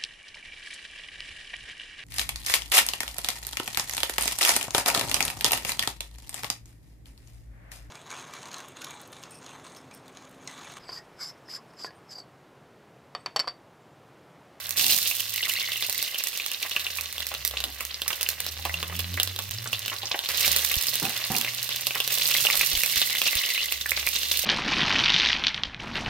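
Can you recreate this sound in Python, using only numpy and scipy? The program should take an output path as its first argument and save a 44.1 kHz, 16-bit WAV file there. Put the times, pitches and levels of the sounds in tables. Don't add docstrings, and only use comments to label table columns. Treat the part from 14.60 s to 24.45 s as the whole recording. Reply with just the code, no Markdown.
import sys
import numpy as np
from scipy import signal
from scipy.fft import rfft, irfft
from scipy.io import wavfile
from scipy.ndimage import uniform_filter1d

SR = 44100
rng = np.random.default_rng(int(sys.argv[2]) if len(sys.argv) > 2 else 0)


def persist_wave(psi):
    counts = np.round(np.clip(psi, -1, 1) * 32767).astype(np.int16)
    wavfile.write(sys.argv[1], SR, np.atleast_2d(counts).T)


def field_ratio(decibels):
    return 10 ** (np.asarray(decibels, dtype=float) / 20)


N = 434385
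PLACES = 8

# start in seconds, peak in dB, pitch in Hz.
POPS_SETTLING = [(0.5129, -11.5, 2560), (0.598, -17, 3010), (0.83, -13, 3080), (0.8912, -15, 2750),
                 (0.987, -15, 2720), (1.088, -19, 2080), (1.158, -18, 3000), (1.2242, -9, 3600),
                 (1.248, -16, 2750), (1.5448, -13.5, 3020), (1.588, -22, 2740), (1.7306, -19, 2920),
                 (1.8, -31, 2660), (1.862, -17, 3520), (1.916, -18, 2800), (2.027, -21, 2380),
                 (2.1166, -11.5, 2960), (2.164, -7.5, 2660), (2.2669, -13.5, 2700), (2.386, -16, 2500),
                 (2.581, -14, 3230), (2.6048, -12.5, 3570), (2.749, -14, 3800)]
# start in seconds, peak in dB, pitch in Hz.
POPS_RESTING = [(2.851, -28, 1980), (2.9108, -17.5, 3480), (3.0037, -12.5, 3600), (3.0399, -9, 3700),
                (3.2056, -21.5, 2400), (3.4185, -10, 3200), (3.505, -13, 2830), (3.5297, -13, 2960),
                (3.6106, -11, 2940), (3.6886, -14, 2800), (3.8028, -28, 2120), (3.8445, -23, 3590),
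                (3.8652, -11.5, 3840), (4.052, -13.5, 2680), (4.0953, -17, 1980), (4.1413, -12.5, 2720),
                (4.2288, -11, 3100), (4.394, -12, 2800), (4.5417, -16, 3710), (4.5997, -4, 3050),
                (4.6747, -12, 3300), (4.762, -16, 3500), (4.7904, -10.5, 3640), (5.1309, -8, 2780),
                (5.229, -23, 3550), (5.26, -14, 3000), (5.2805, -12.5, 2800), (5.591, -11, 3460)]
# start in seconds, peak in dB, pitch in Hz.
POPS_TURNED = [(5.689, -9.5, 4180), (5.8789, -2.5, 4300), (5.97, -11, 2800), (5.9923, -11.5, 3450),
               (6.047, -12, 3870), (6.1138, -11.5, 2330), (6.3348, -14, 3690), (6.355, -13, 4250),
               (6.4523, -10, 2700), (6.8474, -8.5, 2540), (7.0912, -11, 3870), (7.269, -7, 3930),
               (7.308, -10, 2680), (7.4026, -4, 3020), (7.477, -10, 3650), (7.504, -27, 2780),
               (7.7117, -8.5, 2780), (7.7503, -10, 2140), (7.85, -5, 2900), (7.901, -6.5, 2250),
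               (8.011, -5, 2410), (8.0326, -10.5, 2340)]
# start in seconds, peak in dB, pitch in Hz.
POPS_PUSHED = [(8.2352, -10, 2340), (8.4168, -4, 3530), (8.617, -3.5, 2900), (8.6629, -11, 2800),
               (8.731, -12.5, 2160), (8.8895, -17, 4370), (9.079, -27, 2740), (9.122, -10, 2500),
               (9.2592, -15, 1760), (9.2941, -17, 3320), (9.3179, -8.5, 2120), (9.375, -15.5, 2170),
               (9.429, -16, 2420), (9.4544, -26, 2340), (9.4723, -8.5, 2340), (9.617, -20, 3600)]
RING_CYCLES = [1.74, 1.06, 1.3, 1.26]
RING_FALL, RING_HZ = 0.98, 2800
# start in seconds, peak in dB.
SNAPS_SETTLING = [(0.0534, -33), (0.069, -27), (0.0928, -19), (0.108, -16.5), (0.387, -13.5), (0.76, -17.5),
                  (0.8956, -15), (1.297, -15), (1.327, -18.5), (1.427, -14.5), (1.6384, -15.5),
                  (1.6712, -17), (1.8629, -18.5), (2.3724, -25), (2.4104, -19), (2.527, -23.5),
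                  (2.6681, -19)]
# start in seconds, peak in dB.
SNAPS_RESTING = [(2.85, -11), (3.208, -22), (3.2514, -20.5), (3.4798, -12.5), (3.612, -19), (3.689, -10),
                 (3.804, -17), (4.0523, -22.5), (4.392, -18.5), (4.6332, -15), (4.91, -20.5), (5.1295, -24),
                 (5.281, -25.5)]
# start in seconds, peak in dB.
SNAPS_TURNED = [(5.809, -14), (5.9632, -8.5), (6.048, -10.5), (6.1173, -17), (6.2694, -16), (6.341, -18),
                (6.3995, -17), (6.719, -17), (7.161, -18.5), (7.21, -21), (7.353, -20), (7.477, -22),
                (7.519, -27)]
# start in seconds, peak in dB.
SNAPS_PUSHED = [(7.6885, -16), (7.8067, -19), (7.9547, -14), (7.9733, -11), (8.175, -18), (8.2176, -30),
                (8.2345, -14), (8.261, -13), (8.359, -15), (8.4163, -28), (8.4735, -20), (8.6162, -23),
                (8.754, -14), (9.2902, -24), (9.4668, -15.5), (9.5584, -32), (9.7167, -13), (9.792, -17)]
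# start in seconds, peak in dB, pitch in Hz.
PLOPS = [(0.87, -31.5, 1150), (1.288, -32, 800), (2.05, -27.5, 940), (2.385, -29, 1240), (2.716, -28, 1200),
         (3.037, -32, 1150), (3.206, -25, 1142), (3.504, -22, 1250), (4.053, -19, 910),
         (4.228, -23.5, 1150), (4.298, -29.5, 856), (4.598, -28, 1520), (4.789, -26, 1150),
         (5.059, -27, 1370), (5.433, -29.5, 800), (5.317, -27, 1110), (5.33, -24, 1210),
         (5.513, -23.5, 920), (5.544, -18, 800), (7.357, -23, 1150), (7.852, -25.5, 1150),
         (7.887, -24, 1170), (7.943, -24.5, 1330), (9.375, -29, 1390), (9.838, -28, 636),
         (2.163, -27, 1490), (2.253, -33, 1150), (2.738, -32.5, 1120), (2.938, -30, 1130),
         (3.461, -34, 1150), (3.989, -38, 760), (4.324, -28.5, 1150), (4.575, -23, 1630)]
POP_SPATTER_DB, SNAP_SPATTER_DB = -41, -44
# start in seconds, peak in dB, pitch in Hz.
BLIPS_LEFT_ALONE = [(0.1786, -1, 5100), (0.237, -8.0, 4330), (0.3046, -7, 4890), (0.3221, -0.5, 4250),
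                    (0.3307, -8, 2900), (0.4178, -7, 4300), (0.607, -10, 2930), (0.7799, -9.5, 2800),
                    (0.8365, -6, 4070), (0.8987, -9.5, 2800), (0.9087, -17, 2760), (0.9364, -11, 2800),
                    (1.026, -15.5, 2780), (1.0516, -25, 3070), (1.1188, -7, 3500), (1.346, -13, 4620),
                    (1.42, -10, 3750), (1.4765, -10.5, 3220), (1.5572, -13.5, 2620), (1.6029, -12, 2670),
                    (1.6474, -20, 5110), (1.7432, -22, 5190), (1.7751, -18, 5230), (1.7991, -12, 2540),
                    (2.0621, -13, 2100), (2.305, -10, 5330), (2.6202, -18.5, 1930), (2.7171, -13, 3170),
                    (2.7407, -15, 2720), (2.7488, -16, 3050), (2.8777, -17.0, 4740), (3.3433, -4.5, 4500),
                    (3.4625, -19, 2780), (3.664, -10.5, 2800), (3.7027, -12, 4340), (3.881, -15, 4760),
                    (3.8888, -10, 5340), (4.398, -7, 4210), (4.4039, -17, 2830), (4.4436, -9, 3600),
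                    (4.576, -16.5, 2000), (4.6208, -27, 2800), (4.9387, -8, 6200), (4.9851, -11, 4540),
                    (5.0749, -5, 7000), (5.3049, -12, 5500), (5.3353, -19, 6300), (5.4561, -5, 5760),
                    (5.1374, -8, 4300), (5.147, -7, 3500), (5.2987, -14, 2883), (5.3846, -15, 4360),
                    (5.4313, -13, 3530), (5.4697, -6, 4800), (5.5795, -23, 3450)]
# start in seconds, peak in dB, pitch in Hz.
BLIPS_STIRRED = [(5.6899, -9, 4350), (5.7052, -14, 2840), (5.84, -8, 2900), (5.8455, -7, 2380),
                 (5.85, -6.5, 3430), (5.863, 0, 4950), (6.1402, -3.5, 3220), (6.1854, -20, 4070),
                 (6.2842, -2, 4590), (6.335, -11.0, 3800), (6.3799, -10, 3750), (6.6407, -2, 4350),
                 (6.7495, -9.5, 2590), (6.7682, -3.5, 4560), (6.813, -5.5, 2920), (6.8755, -10.5, 2120),
                 (6.8836, -12.5, 2660), (7.1188, -11, 2900), (7.348, -10.5, 2880), (7.3522, -16.5, 1790),
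                 (7.503, -8, 2800), (7.5598, -14, 4910), (7.5752, -7, 2770), (7.598, -15, 3630),
                 (7.6145, -9, 2780), (7.6556, -1.5, 4250), (7.7229, -9, 2660), (7.7415, -4, 3530),
                 (7.7666, -4, 3570), (7.7833, -5, 3230), (7.811, -17, 5450), (7.8685, -1.5, 2800),
                 (7.932, -3, 3660), (8.2071, -19, 1980), (8.3353, -18, 2170), (8.37, -10.5, 2040),
                 (8.5507, -10.5, 2016), (8.558, -9.0, 3010), (8.6664, -9, 2720), (8.6816, -6.5, 2650),
                 (8.8366, -7, 2750), (8.8902, -4.5, 4190), (8.904, -7, 4380), (8.9463, -9.5, 2700),
                 (8.9776, -7.5, 2400), (9.0488, -16, 3350), (9.0839, -10, 2830), (9.544, -12, 4030),
                 (9.6191, -7.5, 3640), (9.74, -12.5, 2370)]
# start in seconds, peak in dB.
TICKS_LEFT_ALONE = [(0.186, -7), (0.363, -6), (0.4668, -20), (0.6043, -6.5), (0.739, -11), (0.9376, -9),
                    (1.3475, -13), (1.5868, -11), (1.6853, -11), (1.7752, -10.5), (1.9164, -11),
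                    (1.9343, -15), (2.0278, -10), (2.3065, -19), (2.7409, -14.5), (2.8767, -6),
                    (3.484, -17), (3.619, -13), (3.6299, -3.5), (4.3653, -15), (4.4046, -11), (4.6216, -25),
                    (4.6311, -3.5), (5.051, -24), (5.1585, -24), (5.1929, -13), (5.497, -20)]
# start in seconds, peak in dB.
TICKS_STIRRED = [(5.774, -7), (5.8655, -4), (5.8897, -13), (5.9165, -2), (5.9284, -5), (5.9865, -7),
                 (6.062, -10), (6.089, -12), (6.0973, -11), (6.117, -15), (6.1287, -16), (6.1427, -9),
                 (6.1559, -8), (6.166, -11), (6.1854, -9), (6.2134, -10), (6.2253, -5), (6.236, -9),
                 (6.3555, -5), (6.4283, -10), (6.4424, -20), (6.5765, -11), (6.7645, -4), (6.7756, -9),
                 (6.784, -3), (6.8124, -6), (6.9478, -12), (7.029, -9), (7.043, -15), (7.2691, -3),
                 (7.4767, -15), (7.524, -17), (7.542, -5), (7.634, -9), (7.7668, -10), (7.806, -8),
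                 (7.9813, -17), (7.9941, -4), (8.0142, -4), (8.063, -2), (8.0714, -6), (8.0932, -13),
                 (8.1942, -12), (8.218, -10), (8.235, -7), (8.378, -6), (8.4744, -23), (8.676, -5),
                 (8.903, -15.0), (9.058, -10), (9.124, -6), (9.264, -13), (9.2949, -10), (9.3076, -6),
                 (9.482, -13), (9.489, -6), (9.5585, -10), (9.6331, -13), (9.773, -5), (9.7943, -9)]
# time in seconds, level in dB.
VIGOUR = [(0.0, -41.5), (0.155, -50), (0.17, -29), (0.38, -32.5), (0.6, -36.5), (2.4, -39.5), (3.15, -43),
          (5.683, -40.5), (5.69, -36), (5.86, -28), (5.96, -31.5), (7.1, -36.5), (7.47, -35.5), (7.53, -32),
          (7.85, -31), (8.97, -33), (9.25, -38.5), (9.85, -30.5)]
USUAL_DB = -35
# time in seconds, level in dB.
POCKETS = [
    (0.4, -81),
    (.8, -20.5),
    (1.3, -25.5),
    (1.8, -37.5),
    (7.4, -41.5),
    (9.05, -24.5),
    (9.3, -40),
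]
# start in seconds, extra spray in dB, extra churn in dB.
WETTINGS = [
    (0.0, 7.5, 7.5),
    (0.252, 4, -4.5),
    (1.999, 2, 3),
    (3.501, 3.5, 8),
    (5.69, 1.5, 13.5),
    (6.499, -0.5, 8.5),
    (7.499, 5, 7.5),
    (8.1, 1, 1.5),
    (8.9, -1, -15),
]
FLARE_S = 0.47
SPRAY_DB, SPRAY_FOLLOWS = -41, 1.135
CHURN_DB, CHURN_FOLLOWS = -51, 0.18
# frequency in Hz, level in dB.
SPRAY = [(300, -59), (1500, -20), (4000, 4), (8000, 5), (11000, 5.5), (13500, 11), (15500, 5.5)]
# frequency in Hz, level in dB.
CHURN = [(100, -7), (250, -4.5), (600, 9.5), (1200, 13), (1800, 20), (3000, 18), (6000, -69.5)]
# frequency in Hz, width in Hz, level in dB.
POT = [(580, 160, 3), (800, 86, -7), (1150, 71, -6.5), (1980, 52, -14), (2340, 18, -34.5), (2780, 74, -11),
       (3480, 32, -13.5)]
# start in seconds, peak in dB, pitch in Hz.
BUMPS = [
    (6.171, -30.5, 60.4),
    (6.707, -32, 185),
    (7.829, -48, 125),
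    (7.989, -45, 43.1),
    (8.142, -36.5, 52.5),
    (8.171, -38, 43.3),
    (8.372, -41, 72.9),
    (8.76, -36.5, 55.6),
    (9.47, -42, 62.4),
    (9.798, -47, 64),
]
# start in seconds, peak in dB, length in seconds, pitch in Hz.
SCRAPES = [
    (0.203, -48, 0.26, 172),
    (6.423, -25.5, 0.011, 365),
    (6.426, -31, 0.05, 194),
    (6.703, -30.5, 0.04, 207),
    (6.736, -36.5, 0.062, 241),
    (3.048, -47, 0.055, 300),
    (8.131, -34.5, 0.012, 145.5),
]
# frequency in Hz, time to fall by 60 dB in seconds.
KITCHEN = [(200, 0.062), (1000, 0.8), (3000, 0.11), (8000, 0.16), (15000, 0.038)]
KITCHEN_DB = -16
# time in seconds, firing rate in Hz, level in dB.
DRONE = [
    [(0.0, 87.4, -59.5), (0.98, 110, -56), (1.45, 105.3, -64)],
    [(1.9, 82.2, -67), (2.34, 81.4, -57), (2.91, 63.6, -46), (3.59, 75.3, -55.5), (4.15, 80.8, -38),
     (4.55, 89.2, -34), (4.69, 93.2, -43), (4.85, 96.2, -42.5), (5.1, 101, -52), (5.6, 91.5, -62)],
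    [(4.88, 105.6, -44), (5.04, 119.2, -42), (5.2, 110.3, -51), (5.5, 104.3, -56)],
    [(5.7, 77.5, -54), (5.904, 74.3, -46), (6.15, 75.7, -53)],
    [(6.2, 127.4, -51), (6.5, 112.6, -53), (8.05, 136, -56.5), (8.72, 137.8, -59.5)],
    [(8.95, 69, -64), (9.258, 68, -46), (9.85, 73, -55)],
]
STRAIN_DB = [2, -2.5, -3.5, 1, -4, -14]
OVERTONES_DB = [-15.5, -22.5, -29]
# frequency in Hz, level in dB.
RUMBLE = [(22, -30), (87, 0.5), (162, -16), (222, -13.5), (336, -21), (400, -12), (520, -40), (880, -120)]
RUMBLE_DB = -52.5
# frequency in Hz, level in dB.
LEFT = [(60, -3), (700, -6.5), (2400, -5.5), (4400, -5.5), (6500, -7), (9200, -28.5), (11500, -12.5),
        (15000, -22.5)]
DROPOUT_S = (4.8975, 4.9035)
DROPOUT_DB, EDGE_HZ = -35, 15900


def evened(x):
    return x / np.sqrt(np.mean(x ** 2) + 1e-20)


def read(points, hz):
    f, value = np.transpose(points)
    return np.interp(np.log(hz + 1), np.log(f + 1), value)


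def follow(points):
    return np.interp(np.arange(N) / SR, *np.transpose(points))


def add(mix, s, sound):
    part = mix[round(s * SR):][:len(sound)]
    part += sound[:len(part)]


def colour(points, size=1024):
    gain = np.log(field_ratio(read(points, abs(np.fft.fftfreq(4 * size, 1 / SR)))))
    phase = -signal.hilbert(gain).imag
    taps = np.fft.ifft(np.exp(gain + 1j * phase)).real[:size]
    return taps / np.linalg.norm(taps)


def bubble(hz, cycles, glide=0.056, rise=1.0):
    u = np.arange(500) * hz / SR
    tone = np.sin(2 * np.pi * u * (1 + glide * u))
    shape = tone * np.exp(-u / cycles) * (1 - np.exp(-u / rise))
    return shape / abs(shape).max()


def spattered(sound, grit, db, t60):
    train = field_ratio(db - 60 * np.arange(len(grit)) / SR / t60) * grit ** 3
    train[0] = 1
    return signal.oaconvolve(train, sound)


def pops():
    out = np.zeros((PLACES, N))
    snap, plop = colour(SPRAY, size=500), colour(CHURN, size=500)
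    stages = zip([POPS_SETTLING, POPS_RESTING, POPS_TURNED, POPS_PUSHED], RING_CYCLES)
    large = [(s, db, hz, ring * (RING_HZ / hz) ** RING_FALL) for rows, ring in stages for s, db, hz in rows]
    drops = SNAPS_SETTLING + SNAPS_RESTING + SNAPS_TURNED + SNAPS_PUSHED
    for k, (s, db, hz, cycles) in enumerate(large):
        burst = bubble(hz, max(cycles, 0.4), glide=0.0013) + field_ratio(8.5) * snap / cycles + plop
        burst = spattered(burst, rng.standard_normal(3000), POP_SPATTER_DB, 0.096)
        add(out[k % PLACES], s, field_ratio(db - 2.5) * burst)
    for k, (s, db) in enumerate(drops):
        burst = snap + field_ratio(-19) * plop
        burst = spattered(burst, rng.standard_normal(3000), SNAP_SPATTER_DB, 0.18)
        add(out[(k + 3) % PLACES], s, field_ratio(db + 19) * burst)
    for k, (s, db, hz) in enumerate(PLOPS):
        burst = bubble(hz, 1.0, rise=0.56) + field_ratio(15) * plop
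        burst = spattered(burst, rng.standard_normal(3000), -33, 0.086)
        add(out[k % PLACES], s, field_ratio(db - 5) * burst)
    return out


def small_bursts():
    out, snap = np.zeros((PLACES, N)), colour(SPRAY, size=300)
    for k, (s, db, hz) in enumerate(BLIPS_LEFT_ALONE + BLIPS_STIRRED):
        burst = bubble(hz, 1.4 * (RING_HZ / hz) ** RING_FALL, glide=0.004, rise=0.9)
        burst = spattered(burst, rng.standard_normal(1200), -34, 0.044)
        add(out[k % PLACES], s, field_ratio(db - 8.5) * burst)
    for k, (s, db) in enumerate(TICKS_LEFT_ALONE + TICKS_STIRRED):
        burst = spattered(snap, rng.standard_normal(1200), -43.5, 0.1)
        add(out[(k + 5) % PLACES], s, field_ratio(db + 9.5) * burst)
    return out


def flaring(column, base_db, follows):
    t = np.arange(N) / SR
    flare_db = sum(row[column] * (t >= row[0]) * np.exp(-abs(t - row[0]) / FLARE_S) for row in WETTINGS)
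    return field_ratio(base_db + follows * (follow(VIGOUR) - USUAL_DB) + flare_db)


def clicks(level, per_s, spread_db, flurry, busy, fade_s=0.0073):
    step = 16
    slots = N // step + 1
    start, strength = rng.random((2, slots))
    flurries_per_s = 25
    kicks = (start < flurries_per_s * step / SR) * np.minimum(-np.log(strength), 1.5)
    surge = 1 + flurry * signal.lfilter([1], [1, -np.exp(-step / SR / fade_s)], kicks)
    crowd = evened(level) ** busy
    rate = per_s / PLACES / SR * step * np.append(crowd[::step], 0)[:slots]
    chance, size, shift = rng.random((3, PLACES, slots))
    place, slot = np.nonzero(chance < rate)
    sizes = field_ratio(spread_db * np.minimum(-np.log(size[place, slot]), 2.6))
    out = np.zeros((PLACES, N + step))
    out[place, step * slot + (step * shift[place, slot]).astype(int)] = surge[slot] * sizes
    return evened(out[:, :N] / np.sqrt(crowd)) * level


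def boiling():
    level = field_ratio(follow(VIGOUR))
    quick_hz = np.geomspace(2500, 6500, PLACES)
    pocket_hz = np.resize([2120, 2660, 2830, 3600, 4250, 3050, 1993, 3800], PLACES)
    quick = np.array([bubble(hz, 1.08) * field_ratio(-4 * abs(np.log2(hz / 3300))) for hz in quick_hz])
    pockets = np.array([bubble(hz, 5.0, glide=0.003, rise=1.5) for hz in pocket_hz])
    fizz = clicks(level, per_s=1800, spread_db=3.5, flurry=1.82, busy=0.7, fade_s=0.011)
    singing = clicks(level, per_s=200, spread_db=2.0, flurry=0.13, busy=0.22) * field_ratio(follow(POCKETS))
    out = field_ratio(-16.5) * signal.oaconvolve(fizz, quick, axes=1)
    return (out + signal.oaconvolve(singing, pockets, axes=1))[:, :N]


def spray():
    level = flaring(1, SPRAY_DB, SPRAY_FOLLOWS)
    tilts_db = np.linspace(-4, 5, PLACES)
    tones = [[(hz, db + tilt * np.log2(hz / 10000)) for hz, db in SPRAY] for tilt in tilts_db]
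    drops = np.array([colour(tone, size=256) for tone in tones])
    mist = clicks(level, per_s=7000, spread_db=5.0, flurry=1.6, busy=0.5)
    ticks = clicks(level, per_s=76, spread_db=5.5, flurry=0.39, busy=0.8) * evened(level) ** 0.38
    return signal.oaconvolve(field_ratio(-1) * mist + field_ratio(-6.5) * ticks, drops, axes=1)[:, :N]


def churn():
    level = flaring(2, CHURN_DB, CHURN_FOLLOWS)
    train = clicks(level, per_s=490, spread_db=7.5, flurry=0.26, busy=0.62)
    return field_ratio(-8) * signal.oaconvolve(train, colour(CHURN)[None], axes=1)[:, :N]


def pot(places):
    t = np.arange(4000) / SR
    ring = sum(field_ratio(db) * np.exp(-np.pi * w * t) * np.sin(2 * np.pi * hz * t) for hz, w, db in POT)
    paths = np.zeros((2, PLACES, 240))
    at = rng.integers(10, 240, (2, PLACES, 7))
    np.put_along_axis(paths, at, field_ratio(-7 - 0.07 * at) * rng.choice([-1., 1.], at.shape), 2)
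    paths[0, np.arange(PLACES), np.arange(PLACES) * 3 % 8] = 1
    paths[1, :, 4] = 1
    near = signal.oaconvolve(places[None], paths, axes=2)[..., :N].sum(1)
    return near + field_ratio(-31.5) * signal.oaconvolve(places.sum(0), ring)[:N]


def spatula():
    push, rub, t = np.zeros(N), np.zeros(N), np.arange(8000) / SR
    for s, db, hz in BUMPS:
        u = t * hz
        thud = np.sin(2 * np.pi * u) * np.exp(-u / 0.4) * (1 - np.exp(-u / 0.027))
        add(push, s - 0.004, field_ratio(db + 13) * thud)
    for s, db, length, hz in SCRAPES:
        grit = rng.standard_normal(8000)
        stroke = (1 - np.exp(-t / 0.011)) * np.exp(-(t / length) ** 1.37)
        low = signal.lfilter(*signal.iirpeak(hz, 1.6, SR), grit)
        wall = signal.lfilter(*signal.iirpeak(740, 9.0, SR), grit)
        add(rub, s - 0.005, field_ratio(db + 2.5) * stroke * (evened(low) + 0.72 * evened(wall)))
    return push * field_ratio([[-4], [3]]) + rub


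def kitchen(x):
    taps = np.zeros((2, SR // 2))
    at = np.arange(200, SR // 2 - 20, 20) + rng.integers(0, 20, (2, (SR // 2 - 201) // 20))
    np.put_along_axis(taps, at, rng.choice([-1., 1.], at.shape), 1)
    hz, t, z = signal.stft(taps, SR, nperseg=256)
    fade = field_ratio(-60 * t / read(KITCHEN, hz)[:, None])
    tail = signal.istft(z * fade, SR, nperseg=256)[1]
    return signal.oaconvolve(x[None], tail / np.linalg.norm(tail[0]), axes=1)[:, :N]


def slow_noise(size):
    noise = rng.standard_normal(size)
    return evened(uniform_filter1d(uniform_filter1d(noise, 2500), 2500))


def drone():
    out = np.zeros(N)
    for rows, strain_db in zip(DRONE, STRAIN_DB):
        s, hz, db = np.transpose(rows)
        t = np.arange(s[0], s[-1], 1 / SR)
        waver, wobble = slow_noise(len(t)), slow_noise(len(t))
        turns = np.cumsum(np.interp(t, s, hz) * (1 + 0.005 * wobble)) / SR
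        tone = field_ratio(2.5 * waver) * np.sin(2 * np.pi * turns)
        for k, under_db in enumerate(OVERTONES_DB):
            rough_db = 5.4 * np.roll(wobble, 9000 * k)
            tone += field_ratio(under_db + strain_db + rough_db) * np.sin(2 * np.pi * (k + 2) * turns)
        fade = signal.windows.tukey(len(t), 0.05)
        add(out, s[0], np.sqrt(2) * field_ratio(np.interp(t, s, db)) * tone * fade)
    return out


def rumble():
    a, b = rng.standard_normal((2, N))
    shape = field_ratio(read(RUMBLE, np.fft.rfftfreq(N, 1 / SR)))
    rows = np.concatenate(DRONE[:2] + DRONE[3:])
    swell = field_ratio(0.45 * (follow(rows[:, [0, 2]]) + 48))
    ports = irfft(rfft([0.75 * a + 0.8 * b, a - 0.8 * b]) * shape, N)
    return field_ratio(RUMBLE_DB - 3) * swell * evened(ports)


def scene():
    oil = pot(pops() + small_bursts() + boiling() + spray() + churn())
    outside = drone() * field_ratio([[-0.6], [0.6]]) + rumble()
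    return oil + spatula() + field_ratio(KITCHEN_DB) * kitchen(oil[1]) + outside


def low_pass(x):
    return signal.sosfilt(signal.butter(12, 16800, fs=SR, output="sos"), x)


def record(dry):
    shade = colour(LEFT)
    left = signal.oaconvolve(dry[0], field_ratio(1.2) * shade / shade.sum())[:N]
    ports = signal.lfilter(*signal.butter(1, 42, "high", fs=SR), np.array([left, dry[1]]))
    ports = np.clip(ports, -1, 1)
    corners_s = np.repeat(DROPOUT_S, 2) + [-0.002, 0, 0, 0.001]
    gap_db = np.interp(np.arange(N) / SR, corners_s, [0, DROPOUT_DB, DROPOUT_DB, 0])
    edge = signal.firwin(255, EDGE_HZ, window=("kaiser", 7), fs=SR)
    mix = signal.oaconvolve(ports * field_ratio(gap_db), edge[None], "same")
    return low_pass(mix)


dry = scene()
out = record(dry)
persist_wave(out)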